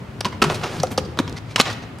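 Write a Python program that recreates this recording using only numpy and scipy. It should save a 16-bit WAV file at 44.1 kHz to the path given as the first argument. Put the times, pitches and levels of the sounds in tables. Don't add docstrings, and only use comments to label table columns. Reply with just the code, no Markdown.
import sys
import numpy as np
from scipy import signal
from scipy.fft import irfft
from scipy.io import wavfile

SR = 44100
rng = np.random.default_rng(int(sys.argv[2]) if len(sys.argv) > 2 else 0)


def wav_out(sig):
    wavfile.write(sys.argv[1], SR, np.round(np.clip(np.atleast_2d(sig).T, -1, 1) * 32767).astype(np.int16))


N = 88200
T = np.arange(N) / SR
EVENT_T = T[:N // 4]


def amp(db):
    return 10 ** (np.asarray(db) / 20)


def unit(x):
    return x / np.sqrt(np.mean(x ** 2) + 1e-20)


def fader(points):
    return amp(np.interp(T, *np.transpose(points)))


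def read(points, hz):
    f, value = np.transpose(points)
    return np.interp(np.log(hz + 1), np.log(f + 1), value)


def add(mix, start, sound):
    part = mix[max(round(start * SR), 0):][:len(sound)]
    part += sound[:len(part)]


def colour(x, points, size=4096):
    log_gain = np.log(amp(read(points, abs(np.fft.fftfreq(size, 1 / SR)))))
    taps = np.fft.ifft(np.exp(np.conj(signal.hilbert(log_gain)))).real
    return signal.fftconvolve(x, taps[:size // 2])[:len(x)]


def band(hz, width_hz):
    f = np.fft.rfftfreq(N, 1 / SR)
    phases = np.exp(2j * np.pi * rng.random(len(f)))
    return unit(irfft(phases / (1 + (2 * (f - hz) / width_hz) ** 2), N))


def ring(hz, db, t60):
    return amp(db) * np.exp(-np.log(1000) * EVENT_T / t60) * np.sin(2 * np.pi * hz * EVENT_T)


def grit(grain_db, count=N, grain_s=.0008):
    noise, jumps = rng.standard_normal((2, count))
    return unit(noise * amp(grain_db * np.interp(T[:count] / grain_s, np.arange(count), jumps)))


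def burst(envelope, levels_db, grain_db):
    contacts = grit(grain_db, len(envelope)) * envelope
    contacts *= np.linalg.norm(envelope) / np.linalg.norm(contacts)
    low, mid, bright, top = levels_db
    shape = [(50, low - 14.5), (250, low), (1000, mid), (2000, (mid + bright) / 2 - 2), (4200, bright),
             (6000, bright - 4), (8300, top + 6), (11500, top), (16000, top - 18)]
    return colour(contacts, shape)


def traffic(rumble_db=-37.5, hum_db=-41):
    # frequency in Hz, level in dB.
    spectrum = [(20, -28), (40, -17.5), (62, -5.5), (82, -4.5), (115, -4.5), (135, -2.5), (175, -3),
                (260, -8), (450, -16), (1000, -19.5), (2500, -28.5), (5000, -39), (9000, -47.5),
                (15000, -54.5)]
    mid, side = (unit(colour(x, spectrum)) * amp(rumble_db) for x in rng.standard_normal((2, N)))
    hum = amp(hum_db) * band(109.8, width_hz=10)
    return mid + hum, side * amp(-2)


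def rolling():
    # time in seconds, level in dB.
    levels = [(0, -37), (.2, -40.5), (.37, -34.5), (.6, -48), (.9, -39), (1.03, -32), (1.14, -38.5),
              (1.29, -30), (1.36, -33), (1.43, -72), (1.58, -50), (1.7, -40), (2, -45.5)]
    # frequency in Hz, level in dB.
    spectrum = [(50, -17.5), (85, 12), (120, 6.5), (220, 1), (450, -5), (700, -14), (1400, -19),
                (3000, -25.5), (7000, -38.5), (16000, -52)]
    return unit(colour(grit(grain_db=2.5), spectrum)) * fader(levels)


def blow(decay, *levels_and_clack):
    # multiple of the clack pitch, level in dB, t60 in seconds.
    shell_modes = [(.35, -12.5, 0.03), (0.982, -4, 0.02), (1.024, -8.5, 0.0095), (1.62, -17.5, 0.027),
                   (1.85, -17.5, 0.012)]
    *levels_db, clack_hz, clack_db = levels_and_clack
    rattle = burst(np.exp(-EVENT_T / decay), levels_db, grain_db=2.5)
    return rattle + sum(ring(clack_hz * ratio, clack_db + db, t60) for ratio, db, t60 in shell_modes)


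def pavement_blows():
    # start in seconds, rattle decay in seconds, low, mid, bright and top levels in dB,
    # clack pitch in Hz, clack level in dB.
    strikes = [(.207, 0.0013, -2, -27, -19, -26, 4870, -17),
               (0.2092, 0.0034, -13, -5.5, -14, -32.5, 5720, -21),
               (1.1737, 0.012, -5, -17, -32.5, -48, 3000, -50),
               (1.189, 0.0045, -3, 0, -13, -30.5, 3850, -10), (1.198, 0.0065, 5, -8, -22, -35, 4670, -44),
               (1.278, 0.0045, -22, -21, -25.5, -55, 3280, -25),
               (1.296, .002, -16, -25, -23, -40, 3820, -39), (1.3263, 0.0012, -7, -38, -23, -41, 3440, -64),
               (1.5597, 0.0056, -4.5, -0.5, -4, -25.5, 2930, -6.5),
               (1.594, 0.0025, -14, -6.5, -9.5, -25, 2680, -28),
               (1.5995, 0.0016, 8, 8, 6.5, -14.5, 3430, -10),
               (1.6012, 0.0067, -1, -0.5, 0.5, -27, 3630, -9),
               (1.6115, 0.00075, -16, -1, 1, -12.5, 2980, -17),
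               (1.6163, 0.0023, -27, -15, -18, -26, 4180, -10),
               (1.656, 0.0015, -31, -16, -22, -44, 3320, -19),
               (1.986, 0.0049, -38, -26, -39.5, -45, 4900, -45)]
    out = np.zeros(N)
    for start, *skate in strikes:
        add(out, start, blow(*skate))
    return out


def scrapes(squeal_q=10):
    # start, rise and decay in seconds, low, mid, bright and top levels in dB,
    # squeal pitch in Hz, squeal level in dB.
    skids = [(.246, 0.0096, .013, -4, -12.5, -18.5, -39, 993, -23),
             (.322, 0.0048, 0.013, -24, -21.5, -43, -60, 2100, -40),
             (.502, 0.0097, .022, -5.5, -13, -28, -39.5, 680, -33),
             (0.541, 0.0054, .010, -16, -49, -19.5, -36, 2400, -37),
             (.628, 0.0075, 0.035, -14, -11.5, -21.5, -47, 707, -29.5),
             (.906, 0.016, 0.013, -9.5, -24, -30, -39, 12900, -45),
             (1.359, 0.018, 0.0092, -29, -24, -27, -48, 2050, -40.5),
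             (1.476, 0.038, 0.028, -46, -34, -36.5, -54.5, 2360, -50),
             (1.575, 0.0069, 0.017, -19, -13.5, -20.5, -40, 1000, -30),
             (1.651, 0.019, 0.039, -16, -12.5, -22.5, -45.5, 1890, -32.5),
             (1.722, .009, 0.0053, -18, -28, -26, -44, 3540, -37),
             (1.820, 0.0051, 0.015, -17.5, -28, -35, -58, 4816, -59)]
    out, t = np.zeros(N), EVENT_T
    for start, rise, decay, *levels_db, squeal_hz, squeal_db in skids:
        envelope = np.minimum(t / rise, 1) * np.exp(-np.maximum(t - rise, 0) / decay)
        squeal = amp(squeal_db) * envelope * band(squeal_hz, squeal_hz / squeal_q)[:len(t)]
        add(out, start, burst(envelope, levels_db, grain_db=4) + squeal)
    return out


def box_blows():
    # start in seconds, rattle decay in seconds, low, mid, bright and top levels in dB,
    # clack pitch in Hz, clack level in dB, boom level in dB.
    strikes = [(.2472, 0.0015, -24, -11, -11, -31.5, 4300, -32, -41),
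               (.253, .011, -9.5, -14, -21, -53, 2940, -14, -32),
               (.4182, 0.0055, 2, -0.5, -17, -28.5, 2840, -10, -16.5),
               (0.422, 0.0058, 8.5, 2.5, -3.5, -22, 2590, -10.5, -21),
               (.440, 0.011, -3, -2, -14.5, -30.5, 3150, -11.5, -36),
               (.499, 0.0072, -6, -4, -18, -45, 3660, -15.5, -27.5),
               (0.614, 0.0037, -22, -11, -34, -58, 3000, -40, -44),
               (0.641, 0.0027, -25, -25, -24, -38, 2830, -17, -36.5),
               (0.8, 0.0046, -10, -44, -14.5, -42, 4870, -20, -47),
               (0.833, 0.0038, -9, -10.5, -13.5, -27, 5960, -15.5, -34.5),
               (.869, 0.0029, -22, -29, -24, -43, 4630, -29.5, -54),
               (0.9122, 0.0026, -11, -18, -33, -48, 2380, -44, -49),
               (.977, 0.0035, -4, -32, -6.5, -28.5, 4700, -14, -35),
               (0.9821, 0.0086, -10.5, -13.5, -17.5, -34, 5520, -20, -60)]
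    # frequency in Hz, level in dB, t60 in seconds.
    frame_modes = [(88.7, -13.5, 0.94), (112, -2.5, 0.23), (158.2, -3.5, 0.31), (212.5, -7, 0.29),
                   (363, 0.5, 0.3), (414.3, 3, 0.17), (675, -3.5, 0.12), (1018, -2.5, 0.065),
                   (1130, -4.5, .12), (1309, 2.5, 0.099), (1427, -4.5, 0.13), (1770, -17, 0.13),
                   (2152, -16, 0.22), (2550, -5, 0.084)]
    boom = sum((-1) ** k * ring(*mode) for k, mode in enumerate(frame_modes))
    out = np.zeros(N)
    for start, *skate, boom_db in strikes:
        add(out, start, blow(*skate) + amp(boom_db) * boom)
    return out


def grind(catch_db=1.8, catch_s=.013):
    # time in seconds, level in dB.
    levels = [(.41, -71), (.44, -30), (.58, -34.5), (.69, -32), (.76, -33), (.82, -33), (.89, -44),
              (.96, -66), (1.1, -71)]
    # frequency in Hz, level in dB.
    spectrum = [(60, -3), (150, 3), (260, 1.5), (420, 5.5), (750, -1), (1600, -8), (2800, -9.5),
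                (5000, -13.5), (8000, -21.5), (12500, -29.5), (16000, -41)]
    catches = amp(catch_db * np.interp(T / catch_s, np.arange(N), rng.standard_normal(N)))
    return unit(colour(grit(grain_db=2.9) * catches, spectrum)) * fader(levels)


def frame_drone():
    # time in seconds, level in dB.
    levels = [(.42, -70), (.455, -22), (.54, -34.5), (.62, -43.5), (.74, -40), (.81, -28.5), (.87, -48),
              (.98, -34), (1.06, -52)]
    return band(151.6, width_hz=42) * fader(levels)


def deck_knocks():
    # start in seconds, level in dB, place across the sheet from 0 to 1.
    drops = [(0.8349, -9.5, 0.26), (0.979, -8, .33)]
    # frequency in Hz, level in dB, t60 in seconds.
    deck_modes = [(287.5, -17, 0.14), (514, -0.5, 0.062), (738, 4, 0.042), (820, -2.5, 0.03),
                  (1235, -7.5, 0.035), (1384, -17.5, 0.082)]
    out = np.zeros(N)
    for start, db, place in drops:
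        modes = ((-1) ** k * np.sin(np.pi * k * place) * ring(*m) for k, m in enumerate(deck_modes, 1))
        add(out, start, amp(db) * sum(modes))
    return out


def wheel_whir(width_hz=45):
    # time in seconds, pitch in Hz, level in dB.
    spin = [(0.989, 450, -38), (1.038, 412.4, -34.5), (1.09, 361, -32), (1.14, 333, -46)]
    times, hz, db = np.transpose(spin)
    jitter = [1, 1j] @ rng.standard_normal((2, N))
    wobble = 1 + .8 * np.interp(T * width_hz * 2, np.arange(N), jitter)
    tone = np.exp(2j * np.pi * np.cumsum(np.interp(T, times, hz)) / SR)
    spinning = (T > times[0]) & (T < times[-1])
    return unit((wobble * tone).real) * amp(np.interp(T, times, db)) * spinning


def scatter(x, smear_s):
    taps = rng.standard_normal(N // 16) * np.exp(-T[:N // 16] / smear_s)
    return signal.fftconvolve(x, taps / np.linalg.norm(taps))[:N]


def wall_echo(x, level_db=-21):
    # time in seconds, delay in seconds.
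    delays = [(.3, 0.073), (1.05, 0.071), (1.28, .089), (1.7, 0.1)]
    delayed = np.interp(T - np.interp(T, *np.transpose(delays)), T, x, left=0)
    return amp(level_db) * scatter(delayed, smear_s=.0059)


def street_tail(x, level_db=-15.5, build_s=.0067, size=256):
    # frequency in Hz, t60 in seconds.
    decay_times = [(100, 0.89), (500, 0.85), (2000, 1), (5000, 0.57), (9000, 0.47), (16000, 0.9)]
    hz, t, noise = signal.stft(rng.standard_normal(SR), SR, nperseg=size)
    decay = np.exp(-np.log(1000) * t / read(decay_times, hz)[:, None])
    taps = signal.istft(noise * decay, SR, nperseg=size)[1]
    taps *= np.minimum(T[:len(taps)] / build_s, 1)
    return amp(level_db) * signal.fftconvolve(x, taps / np.linalg.norm(taps))[:N]


def scene(mono_below_hz=640):
    skater = (rolling() + pavement_blows() + scrapes() + box_blows()
              + grind() + frame_drone() + deck_knocks() + wheel_whir())
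    echo = wall_echo(skater)
    far_mid, far_side = traffic()
    mid = skater + echo + street_tail(skater) + far_mid
    early = amp(-21) * scatter(skater, smear_s=.0021)
    side = early + amp(-1.5) * street_tail(skater) - amp(-21.5) * echo + far_side
    left_lead = -amp(-19.5) * signal.hilbert(skater).imag
    left_bass = amp(-15) * signal.filtfilt(*signal.butter(1, 300, fs=SR), mid)
    side = signal.lfilter(*signal.butter(1, mono_below_hz, "high", fs=SR), side + left_lead) + left_bass
    return np.array([mid + side, mid - side])


def record(dry, clip_level=.95, edge_hz=15800):
    clipped = np.clip(dry, -clip_level, clip_level)
    lowpass = signal.firwin(401, edge_hz, window=("kaiser", 8), fs=SR)
    return signal.oaconvolve(clipped, lowpass[None], "same")


dry = scene()
out = record(dry)
wav_out(out)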